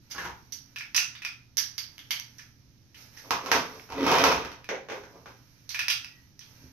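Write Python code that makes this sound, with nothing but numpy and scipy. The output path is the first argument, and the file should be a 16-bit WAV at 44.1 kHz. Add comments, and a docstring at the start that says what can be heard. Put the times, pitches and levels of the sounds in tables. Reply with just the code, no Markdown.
"""A small, bare room, where plastic toy parts are handled at a table.
Hollow wheels and small hard bolts click together, each contact ringing the part's modes.
A toy car is set down and pushed along, its shell shaken by juddering wheels, and a hollow part
scrapes the top in stick-slip jerks. The table knocks and booms, a bolt squeaks and an arm settles.
Behind it all, a faint grainy hiss swells and drops over low air noise and mains hum."""
import sys
import numpy as np
from scipy import signal
from scipy.fft import rfft, irfft, next_fast_len
from scipy.io import wavfile
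from scipy.ndimage import uniform_filter1d

SR = 44100
rng = np.random.default_rng(int(sys.argv[2]) if len(sys.argv) > 2 else 0)


def bounce(signal):
    """Save signal as a 16-bit WAV file at the path given by the first command-line argument."""
    frames = np.transpose(np.atleast_2d(signal))
    limited = np.clip(frames, -1, 1)
    pcm = np.round(limited * 32767).astype(np.int16)
    wavfile.write(sys.argv[1], SR, pcm)


N = 296440
TIME = np.arange(N) / SR
FFT_SIZE = next_fast_len(N)
THUMP_EDGE_HZ, SNAP_EDGE_HZ = 1001, 3660   # crossovers: thump below, clack between, snap above


# wheel clicks: t/s, level/dB before gain, snap/dB re level, direct/dB re room, two accents f/Hz
WHEEL_HITS = [(.7597, -51, -13, -6, 2630, 1720), (.785, -62, -1, -2, 2530, 5300),
              (.8081, -52, -18, -3.5, 2280, 1660), (.9457, -40.5, -8.5, -6.5, 2500, 5040),
              (.9627, -46, 3.5, -7.5, 2530, 6200), (.9785, -38.5, -19, -1.5, 2740, 5400),
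              (1.1513, -59, -9.5, -8, 3560, 4800), (1.2191, -55, -13, -9, 2500, 2000),
              (1.2486, -45.5, -11.5, -2.5, 2480, 5280), (2.383, -72.5, 3, -6, 1550, 5830),
              (2.3915, -62, -15, -9, 1470, 1740), (2.9437, -67, -8, -13, 3020, 2075),
              (3.1717, -64, -7, -6, 1880, 5600), (3.7963, -63.5, -21, 6, 2180, 3200),
              (4.6433, -64, -11.5, -1, 2430, 1700), (5.6915, -65.5, 9.5, -4, 4220, 5960),
              (5.7458, -45.5, -12, -4, 2400, 1690), (5.7917, -41.5, -11, -5, 2560, 1750),
              (5.8825, -40, -8.5, -1, 2550, 5140), (5.898, -41, -5.5, -23, 2750, 3300),
              (6.0452, -56.5, -8.5, 1, 2650, 4950), (6.3919, -73.5, 4.5, 0.5, 5830, 1900),
              (6.41, -67, -7, -6, 3230, 4300)]
# hollow wheel modes: f/Hz, width/Hz, level/dB
WHEEL_MODES = [(1420, 130, -5.5), (1790, 310, -3), (2370, 480, -3), (2534, 150, -0.5), (3360, 620, -3.5),
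               (4000, 490, -7.5), (5000, 220, -6), (5880, 350, -12.5), (8620, 920, -13.5),
               (12900, 3000, -20.5)]

def clicking_wheels():
    """Hollow wheels knock together: a midrange clack with hardly any thump."""
    hits = [(s, db, -24, *rest) for s, db, *rest in WHEEL_HITS]   # thump 24 dB under the clack
    return strikes(hits, WHEEL_MODES, gain_db=-4.5, accent_db=(11, 7), rel_width=0.1, contact_s=0.000763)


# bolt clicks: t/s, level/dB before gain, snap/dB re level, direct/dB re room, two accents f/Hz
BOLT_HITS = [(.1095, -62.5, -1, -11, 5160, 6300), (.5217, -66.5, 7, -8, 6100, 6000),
             (1.5698, -59, 6.5, 3, 5560, 6600), (1.5763, -50, 2.5, -15, 5680, 1700),
             (1.7799, -55.5, 1.5, -4, 4830, 5200), (1.9804, -66.5, -9, 9, 3000, 2320),
             (1.9904, -61.5, -12, -4, 3370, 2930), (2.1066, -45.5, -6, -6, 2280, 3100),
             (2.1979, -61.5, -1, 5, 5800, 2250), (5.7014, -60, -2.5, -13, 4330, 2400)]
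# hard bolt modes: f/Hz, width/Hz, level/dB
BOLT_MODES = [(1760, 330, -8.5), (2170, 175, -2.5), (3260, 520, -1.5), (3880, 1300, -1.5), (4760, 390, 6.5),
              (6020, 240, 1.5), (6460, 860, -3), (9000, 2700, -6.5), (12800, 2500, -1)]

def clicking_bolts():
    """Small hard bolts ring higher, with a bright tick."""
    hits = [(s, db, -21, *rest) for s, db, *rest in BOLT_HITS]   # thump 21 dB under the clack
    return strikes(hits, BOLT_MODES, gain_db=-2.5, accent_db=(8, 7), rel_width=0.096, contact_s=0.0009)


# car knocks: t/s, level/dB before gain, thump/dB re level, accent f/Hz
CAR_KNOCKS = [(3.307, -37, -4.5, 1136), (3.46, -49, -5.5, 1060), (3.5155, -32.5, -6, 1730),
              (3.5493, -39.5, -3.5, 1320), (3.902, -60.5, 2, 1000), (3.9215, -55, 3.5, 870),
              (4.0652, -42.5, 0.5, 1080), (4.115, -37.5, 0.5, 880), (4.153, -42, 3, 674),
              (4.1839, -40, -7, 1240), (4.2388, -32, -3.5, 1270), (4.266, -41.5, -8.5, 1255),
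              (4.3181, -41, -3, 940), (4.4483, -54.5, -11, 1560), (4.5171, -59.5, -20, 1230)]
# car shell modes: f/Hz, width/Hz, level/dB
CAR_MODES = [(80, 58, -13.5), (117, 35, -14), (176, 19, -4.5), (273, 32, 0.5), (378, 39, -2), (454, 30, 2),
             (528, 40, 2), (660, 53, -0.5), (717, 43, -1.5), (948, 130, 4), (1230, 96, 2), (1490, 71, -4),
             (1608, 47, -2), (1980, 200, -6), (2470, 560, -3.5), (3400, 980, -8.5), (5060, 890, -12),
             (6010, 350, -14), (12000, 1800, -23.5)]

def knocking_car():
    """The car is set down and jolts; each blow rings its shell."""
    hits = knocks(CAR_KNOCKS, snap_db=-13.5, direct_db=-3)
    return strikes(hits, CAR_MODES, gain_db=-4.5, accent_db=[6.5], rel_width=0.25, contact_s=0.0009)


# light nudges: t/s, attack/s, level/dB before gain, rumble/dB re level
CAR_NUDGES = [(3.239, 0.02, -63, 15.5), (3.42, .08, -45.5, 7), (3.53, 0.024, -36.5, 1.5),
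              (3.68, 0.072, -58, 7), (4.9, 0.037, -51.5, 6.5), (5.1, 0.063, -70.5, 19),
              (5.26, .03, -59, 0.5)]

def pushed_car(gain_db=-1):
    """Hard wheels judder over the table and shake the shell: one long push and a few nudges."""
    friction = rubbing(slips(per_s=700, spread_db=0.5), CAR_MODES, contact_s=0.0012)
    # the push gathers speed, rolls, then coasts to a stop
    speed = stroke(3.89, attack_s=0.19, hold_s=0.19, rise_db=25.5, fall_db_per_s=108)
    judder = from_db(-28.5) * speed * pressed(friction, rumble_db=0.5, grit_db=-17)
    # the wheels drag before they turn, and the shell groans
    drag = stroke(3.945, attack_s=0.044, hold_s=0.035, rise_db=18, fall_db_per_s=170.5)
    groan = unit_rms(signal.lfilter(*bandpass(centre_hz=255, width_hz=90), friction[0]))
    judder += from_db(-32.5) * drag * groan
    for s, attack_s, db, rumble_db in CAR_NUDGES:
        effort = stroke(s, attack_s, hold_s=0.0034, rise_db=8.5, fall_db_per_s=218.5)
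        judder += from_db(db) * effort * pressed(friction, rumble_db, grit_db=-10)
    return from_db(gain_db) * in_room(judder, room_tail(), direct_db=1)


# scrapes: t/s, hold/s, level/dB before gain, rumble/dB re level, grit/dB re level, starting ring f/Hz
PART_SCRAPES = [(0.1, 0.02, -50.5, -3.5, 5.5, 2430), (0.145, 0.014, -41.5, -0.5, -22, 1310),
                (.172, 0.053, -39, -8.5, -10, 1740), (0.242, 0.019, -42.5, 1.5, -10, 1020),
                (3.162, .025, -56, -14, 0.5, 2050), (3.313, 0.055, -39.5, -8, -28, 1130)]
# modes of the scraping part: f/Hz, width/Hz, level/dB
SCRAPE_MODES = [(170, 400, 2.5), (470, 450, -19), (920, 190, 3), (1620, 500, 2.5), (2850, 1100, -7),
                (4840, 860, -13), (6270, 490, -19), (12500, 3500, -21)]

def scraping_part(sag_share=0.25, sag_s=0.04, ring_db=10, gain_db=-8, block=128):
    """A hollow part scrapes the table in short strokes; its ring sinks as it is pressed down."""
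    friction = rubbing(slips(per_s=1500, spread_db=2.5), SCRAPE_MODES, contact_s=0.001)
    out = np.zeros(N)
    for s, hold_s, db, rumble_db, grit_db, start_hz in PART_SCRAPES:
        effort = stroke(s, attack_s=0.0058, hold_s=hold_s, rise_db=12.5, fall_db_per_s=352.5)
        scrape = from_db(db) * effort * pressed(friction, rumble_db, grit_db)
        state = np.zeros(2)
        for i in range(int(s * SR), int(s * SR) + SR // 2, block):
            sag = sag_share * (1 - np.exp((s - i / SR) / sag_s))
            hollow = bandpass(start_hz * (1 - sag), width_hz=200)
            ring, state = signal.lfilter(*hollow, scrape[i:i + block], zi=state)
            out[i:i + block] += scrape[i:i + block] + from_db(ring_db) * ring
    return in_room(from_db(gain_db) * out, room_tail(), direct_db=2.5)


# table bumps: t/s, level/dB before gain, thump/dB re level, accent f/Hz
TABLE_BUMPS = [(.1805, -48, -9.5, 1700), (.252, -50.5, -9.5, 1050), (4.6892, -42, -3.5, 2030),
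               (4.713, -54.5, 11, 513), (4.745, -55.5, -1, 580), (4.8858, -53.5, 2, 438),
               (4.8983, -50, 2.5, 435), (4.9197, -51, 1.5, 503), (5.0355, -60.5, -3, 1510),
               (5.2579, -57.5, -2, 1270)]
# tabletop modes: f/Hz, width/Hz, level/dB
TABLE_MODES = [(255, 100, -8), (400, 68, 2), (505, 42, -1), (575, 92, -6.5), (800, 130, -0.5), (987, 83, 0),
               (1540, 370, -2.5), (2170, 510, -3.5), (3780, 1240, -6.5), (6260, 620, -6)]

def bumped_table():
    """The tabletop is bumped and answers with a dull knock."""
    hits = knocks(TABLE_BUMPS, snap_db=-17, direct_db=-6)
    return strikes(hits, TABLE_MODES, gain_db=-7.5, accent_db=[8.5], rel_width=0.33, contact_s=0.001)


# low swells under the moves: t/s, hold/s, level/dB
TABLE_BOOMS = [(.155, .12, -57), (3.9, .47, -52.5)]

def booming_table():
    """The weight of a moving part stirs the tabletop's lowest mode."""
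    weight = sum(from_db(db) * stroke(s, attack_s=0.025, hold_s=hold_s, rise_db=12, fall_db_per_s=110)
                 for s, hold_s, db in TABLE_BOOMS)
    boom = slips(per_s=700, spread_db=1)
    for _ in range(2):
        boom = signal.lfilter(*bandpass(centre_hz=76, width_hz=75), boom)
    return in_room(weight * unit_rms(boom), room_tail(), direct_db=3.5)


# low modes stirred by the arm's soft weight: f/Hz, width/Hz, level/dB
ARM_MODES = [(76, 25, -7.5), (130, 20, -9), (262, 8.9, -1)]

def leaning_arm():
    """A sleeve settles on the table with a soft, low rumble."""
    friction = rubbing(slips(per_s=300, spread_db=1), ARM_MODES, contact_s=0.002)
    weight = stroke(6.58, attack_s=0.061, hold_s=0.0087, rise_db=22, fall_db_per_s=180)
    return from_db(-76.5) * weight * pressed(friction, rumble_db=29.5, grit_db=-4)


def squeaking_bolt(start_s=6.07, start_hz=1910, rise_hz_per_s=350):
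    """A tight bolt gives a thin, wavering squeak that rises a little."""
    pitch = start_hz + rise_hz_per_s * (TIME - start_s)
    waver = 1 + 0.015 * unit_rms(uniform_filter1d(rng.standard_normal(N), size=200))
    twist = stroke(start_s, attack_s=0.022, hold_s=0.082, rise_db=4, fall_db_per_s=450)
    return from_db(-59.5) * twist * np.sin(2 * np.pi * np.cumsum(pitch * waver) / SR)


# swells of the hiss: t/s, hold/s, level/dB before gain
HISS_SPELLS = [(0, 1, -62), (1.69, 0.7, -57.5), (2.942, 0.035, -44), (3.112, 0.68, -47.5),
               (4.905, 1.28, -61), (6.404, 0.21, -53)]
# hiss EQ: f/Hz, level/dB
HISS_EQ = [(200, -7.5), (700, -2), (1400, -2), (2200, 1), (3600, -8), (5500, -8), (6800, -13),
           (8000, -16.5), (12500, -11), (15000, -13)]

def hiss(floor_db=-63, gain_db=-13.5):
    """A faint, grainy background hiss swells and drops in spells."""
    level = from_db(floor_db)
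    for s, hold_s, db in HISS_SPELLS:
        level += from_db(db) * stroke(s, attack_s=0.024, hold_s=hold_s, rise_db=17, fall_db_per_s=129)
    grain = rfft(slips(per_s=4000, spread_db=1.5), FFT_SIZE)
    return from_db(gain_db) * level * coloured(grain, HISS_EQ)


# air noise EQ: f/Hz, level/dB
AIR_EQ = [(20, -8), (45, -4.5), (75, -0.5), (130, 2), (190, -5.5), (280, -4.5), (420, -20.5), (800, -26.5),
          (1500, -29), (3000, -26), (6000, -31.5), (9000, -49), (15000, -51.5)]

def room_tone(air_db=-61, hum_hz=119.7, hum_db=-63):
    """A steady bed of low air noise and mains hum."""
    air = coloured(diffuse(FFT_SIZE), AIR_EQ)
    return from_db(air_db) * air + from_db(hum_db) * np.sin(2 * np.pi * hum_hz * TIME)


def strikes(hits, modes, gain_db, accent_db, rel_width, contact_s, size=4096):
    """Each contact rings the part; where it lands accents one or two resonances."""
    out, hz = np.zeros((2, N + SR)), bins(size)
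    shares, tail = registers(hz), room_tail()
    zones = np.digitize(hz, [THUMP_EDGE_HZ, SNAP_EDGE_HZ])
    for s, db, thump_db, snap_db, direct_db, *accents_hz in hits:
        detune = np.exp(0.032 * rng.standard_normal())   # the grip detunes the part a little
        accent = sum(from_db(lift_db) ** 2 * resonance(hz, f, rel_width * f)
                     for f, lift_db in zip(accents_hz, accent_db))
        shape = body(modes, hz * detune) * np.sqrt(1 + accent)
        energy = from_db(db + np.array([thump_db, 0, snap_db])) ** 2 * SR
        for _ in range(2):   # hardness of the contact shares the energy among the registers
            held = np.bincount(zones, shape ** 2) * 2 / size
            shape = shape * np.exp(np.log(energy / held) / 2 @ shares)
        ring = signal.fftconvolve(causal(shape), contact(contact_s))[:size]
        sound = in_room(ring, tail, direct_db)
        start = int(s * SR)
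        out[:, start:start + sound.shape[1]] += sound
    return from_db(gain_db) * out[:, :N]


def knocks(rows, snap_db, direct_db):
    """Hits on a large body share one dull snap and one dry/wet balance; their thump varies."""
    return [(s, db, thump_db, snap_db, direct_db, hz) for s, db, thump_db, hz in rows]


def contact(spread_s, size=1024):
    """Force of a rough edge landing: a flutter of micro-impacts that swells and dies in a few ms."""
    t = np.arange(size) / SR / spread_s
    swell, force = t * np.exp(1 - t), rng.standard_normal(size)
    for _ in range(4):   # even out the spectrum
        spectrum = rfft(force * swell)
        force = irfft(spectrum / (np.abs(spectrum) + 1e-12))
    force = force * np.sqrt(swell)
    return force / np.linalg.norm(force)


def slips(per_s, spread_db):
    """Random impulses of uneven size: stick-slip jerks, or the grain of a noise."""
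    sizes = from_db(spread_db * np.minimum(rng.exponential(1, N), 4)) * rng.choice([-1, 1], N)
    return sizes * (rng.random(N) < per_s / SR)


def rubbing(jerks, modes, contact_s):
    """Jerks drive the part's modes: steady rumble, scrape and grit, each of unit power."""
    response = signal.fftconvolve(contact(contact_s), causal(body(modes, bins(size=8192))))
    ringing = rfft(jerks, FFT_SIZE) * rfft(response, FFT_SIZE)
    shares = registers(bins(FFT_SIZE))
    return np.array([unit_rms(irfft(ringing * share, FFT_SIZE)[:N]) for share in shares])


def pressed(friction, rumble_db, grit_db):
    """Mix the friction layers: rumble for pressure, grit for speed."""
    return from_db([rumble_db, 0, grit_db]) @ friction


def stroke(start_s, attack_s, hold_s, rise_db, fall_db_per_s):
    """An envelope that swells, holds and dies away."""
    t = TIME - start_s
    attack_db = -rise_db * np.clip(1 - t / attack_s, 0, 1)
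    release_db = -fall_db_per_s * np.maximum(t - attack_s - hold_s, 0)
    return from_db(np.maximum(attack_db + release_db, -200)) * (t >= 0)


def body(modes, hz):
    """Magnitude response of a part; small things radiate little bass."""
    power = sum(from_db(db) ** 2 * resonance(hz, f, width) for f, width, db in modes)
    low_cut_hz = 0.65 * modes[0][0]
    return np.sqrt(power / (1 + (low_cut_hz / hz) ** 6))


def resonance(hz, centre, width):
    """Power response of one mode."""
    return 1 / (1 + ((hz ** 2 - centre ** 2) / (hz * width)) ** 2)


def bandpass(centre_hz, width_hz):
    """Filter coefficients of one resonance with unit peak gain."""
    r = np.exp(-np.pi * width_hz / SR)
    feedback = [1, -2 * r * np.cos(2 * np.pi * centre_hz / SR), r * r]
    return np.array([1, 0, -1]) * (1 - r * r) / 2, feedback


def registers(hz):
    """Three-way crossover: shares of each frequency in thump, clack and snap."""
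    low = 1 / (1 + (hz / THUMP_EDGE_HZ) ** 4)
    high = 1 / (1 + (SNAP_EDGE_HZ / hz) ** 8)
    return np.array([low, np.maximum(1 - low - high, 0), high])


def causal(magnitude):
    """The shortest ring with this spectrum: nothing sounds before the blow."""
    cepstrum = irfft(np.log(magnitude + 1e-12))
    half = len(cepstrum) // 2
    cepstrum[1:half] *= 2
    cepstrum[half + 1:] = 0
    return irfft(np.exp(rfft(cepstrum)))


# reverb decay: f/Hz, T60/s
ROOM_T60 = [(150, 0.55), (500, .38), (1200, 0.38), (2500, 0.34), (5500, 0.33), (13000, 0.24)]

def room_tail(size=18000, build_s=0.00057, absorbed_db=5, wall_edge_hz=9900):
    """Wall reflections, duller than the direct sound: they build up, then die band by band."""
    t, hz = np.arange(size) / SR, bins(size)
    noise = diffuse(size) * from_db(-absorbed_db / (1 + (wall_edge_hz / hz) ** 8))
    centres, tail = np.log([f for f, _ in ROOM_T60]), 0
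    for share, (_, t60) in zip(np.eye(len(centres)), ROOM_T60):
        band = irfft(noise * np.interp(np.log(hz), centres, share), size)
        fade = from_db(-60 * t / t60) * (1 - np.exp(-t / build_s))
        tail = tail + band * fade / np.linalg.norm(fade)
    return tail


def in_room(sound, tail, direct_db, lead_s=0.00005):
    """Direct sound, reaching the right microphone port first, plus the reflections."""
    direct, response = from_db(direct_db), tail.copy()
    response[0, round(lead_s * SR)] += direct
    response[1, 0] += direct
    return signal.fftconvolve(sound[None], response, axes=1)[:, :N] / np.sqrt(1 + direct ** 2)


# stereo image of the room: f/Hz, left-right correlation
STEREO_CORRELATION = [(40, .6), (250, .9), (600, .68), (1200, .15), (2500, .15), (6000, 0)]

def diffuse(size):
    """Spectra of white noise arriving from all sides at two close ports."""
    mid, side = rfft(rng.standard_normal((2, size)))
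    alike = at_hz(STEREO_CORRELATION, bins(size))
    return np.sqrt(1 + alike) * mid + np.sqrt(1 - alike) * side * [[1], [-1]]


def coloured(spectrum, eq):
    """Play a noise spectrum through an EQ curve, at unit power."""
    gain = from_db(at_hz(eq, bins(FFT_SIZE)))
    return unit_rms(irfft(spectrum * gain, FFT_SIZE)[..., :N])


def at_hz(points, hz):
    """Read a curve on a log-frequency axis."""
    f, value = np.transpose(points)
    return np.interp(np.log(hz), np.log(f), value)


def bins(size):
    """Frequencies of a spectrum of that many samples."""
    return np.maximum(np.fft.rfftfreq(size, 1 / SR), 1)


def from_db(db):
    """Decibels to gain."""
    return 10 ** (np.asarray(db) / 20)


def unit_rms(x):
    """Scale to unit power."""
    return x / np.sqrt(np.mean(x ** 2) + 1e-30)


def scene():
    """Impacts, friction and background, mixed in stereo."""
    impacts = clicking_wheels() + clicking_bolts() + knocking_car() + bumped_table()
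    moves = pushed_car() + booming_table() + scraping_part() + leaning_arm()
    faint = in_room(hiss() + squeaking_bolt(), room_tail(), direct_db=-12.5)
    return impacts + moves + faint + room_tone()


# EQ of the right microphone port: f/Hz, level/dB re left
RIGHT_PORT_EQ = [(60, 4.5), (200, 1), (1000, 1), (2500, 1), (3500, 3), (4500, 9.5), (6000, 16), (6700, 9),
                 (7400, -16), (8500, -10), (9800, 0.5), (11000, 11.5), (13000, 15), (14500, 6.5)]

def record(dry):
    """The right port has its own resonances; both channels get a steep high cut."""
    port = causal(from_db(at_hz(RIGHT_PORT_EQ, bins(size=1024))))
    heard = np.array([dry[0], signal.fftconvolve(dry[1], port)[:N]])
    high_cut = signal.ellip(10, 0.3, 70, 14700, fs=SR, output="sos")
    return signal.sosfilt(high_cut, heard)


dry = scene()
out = record(dry)
bounce(out)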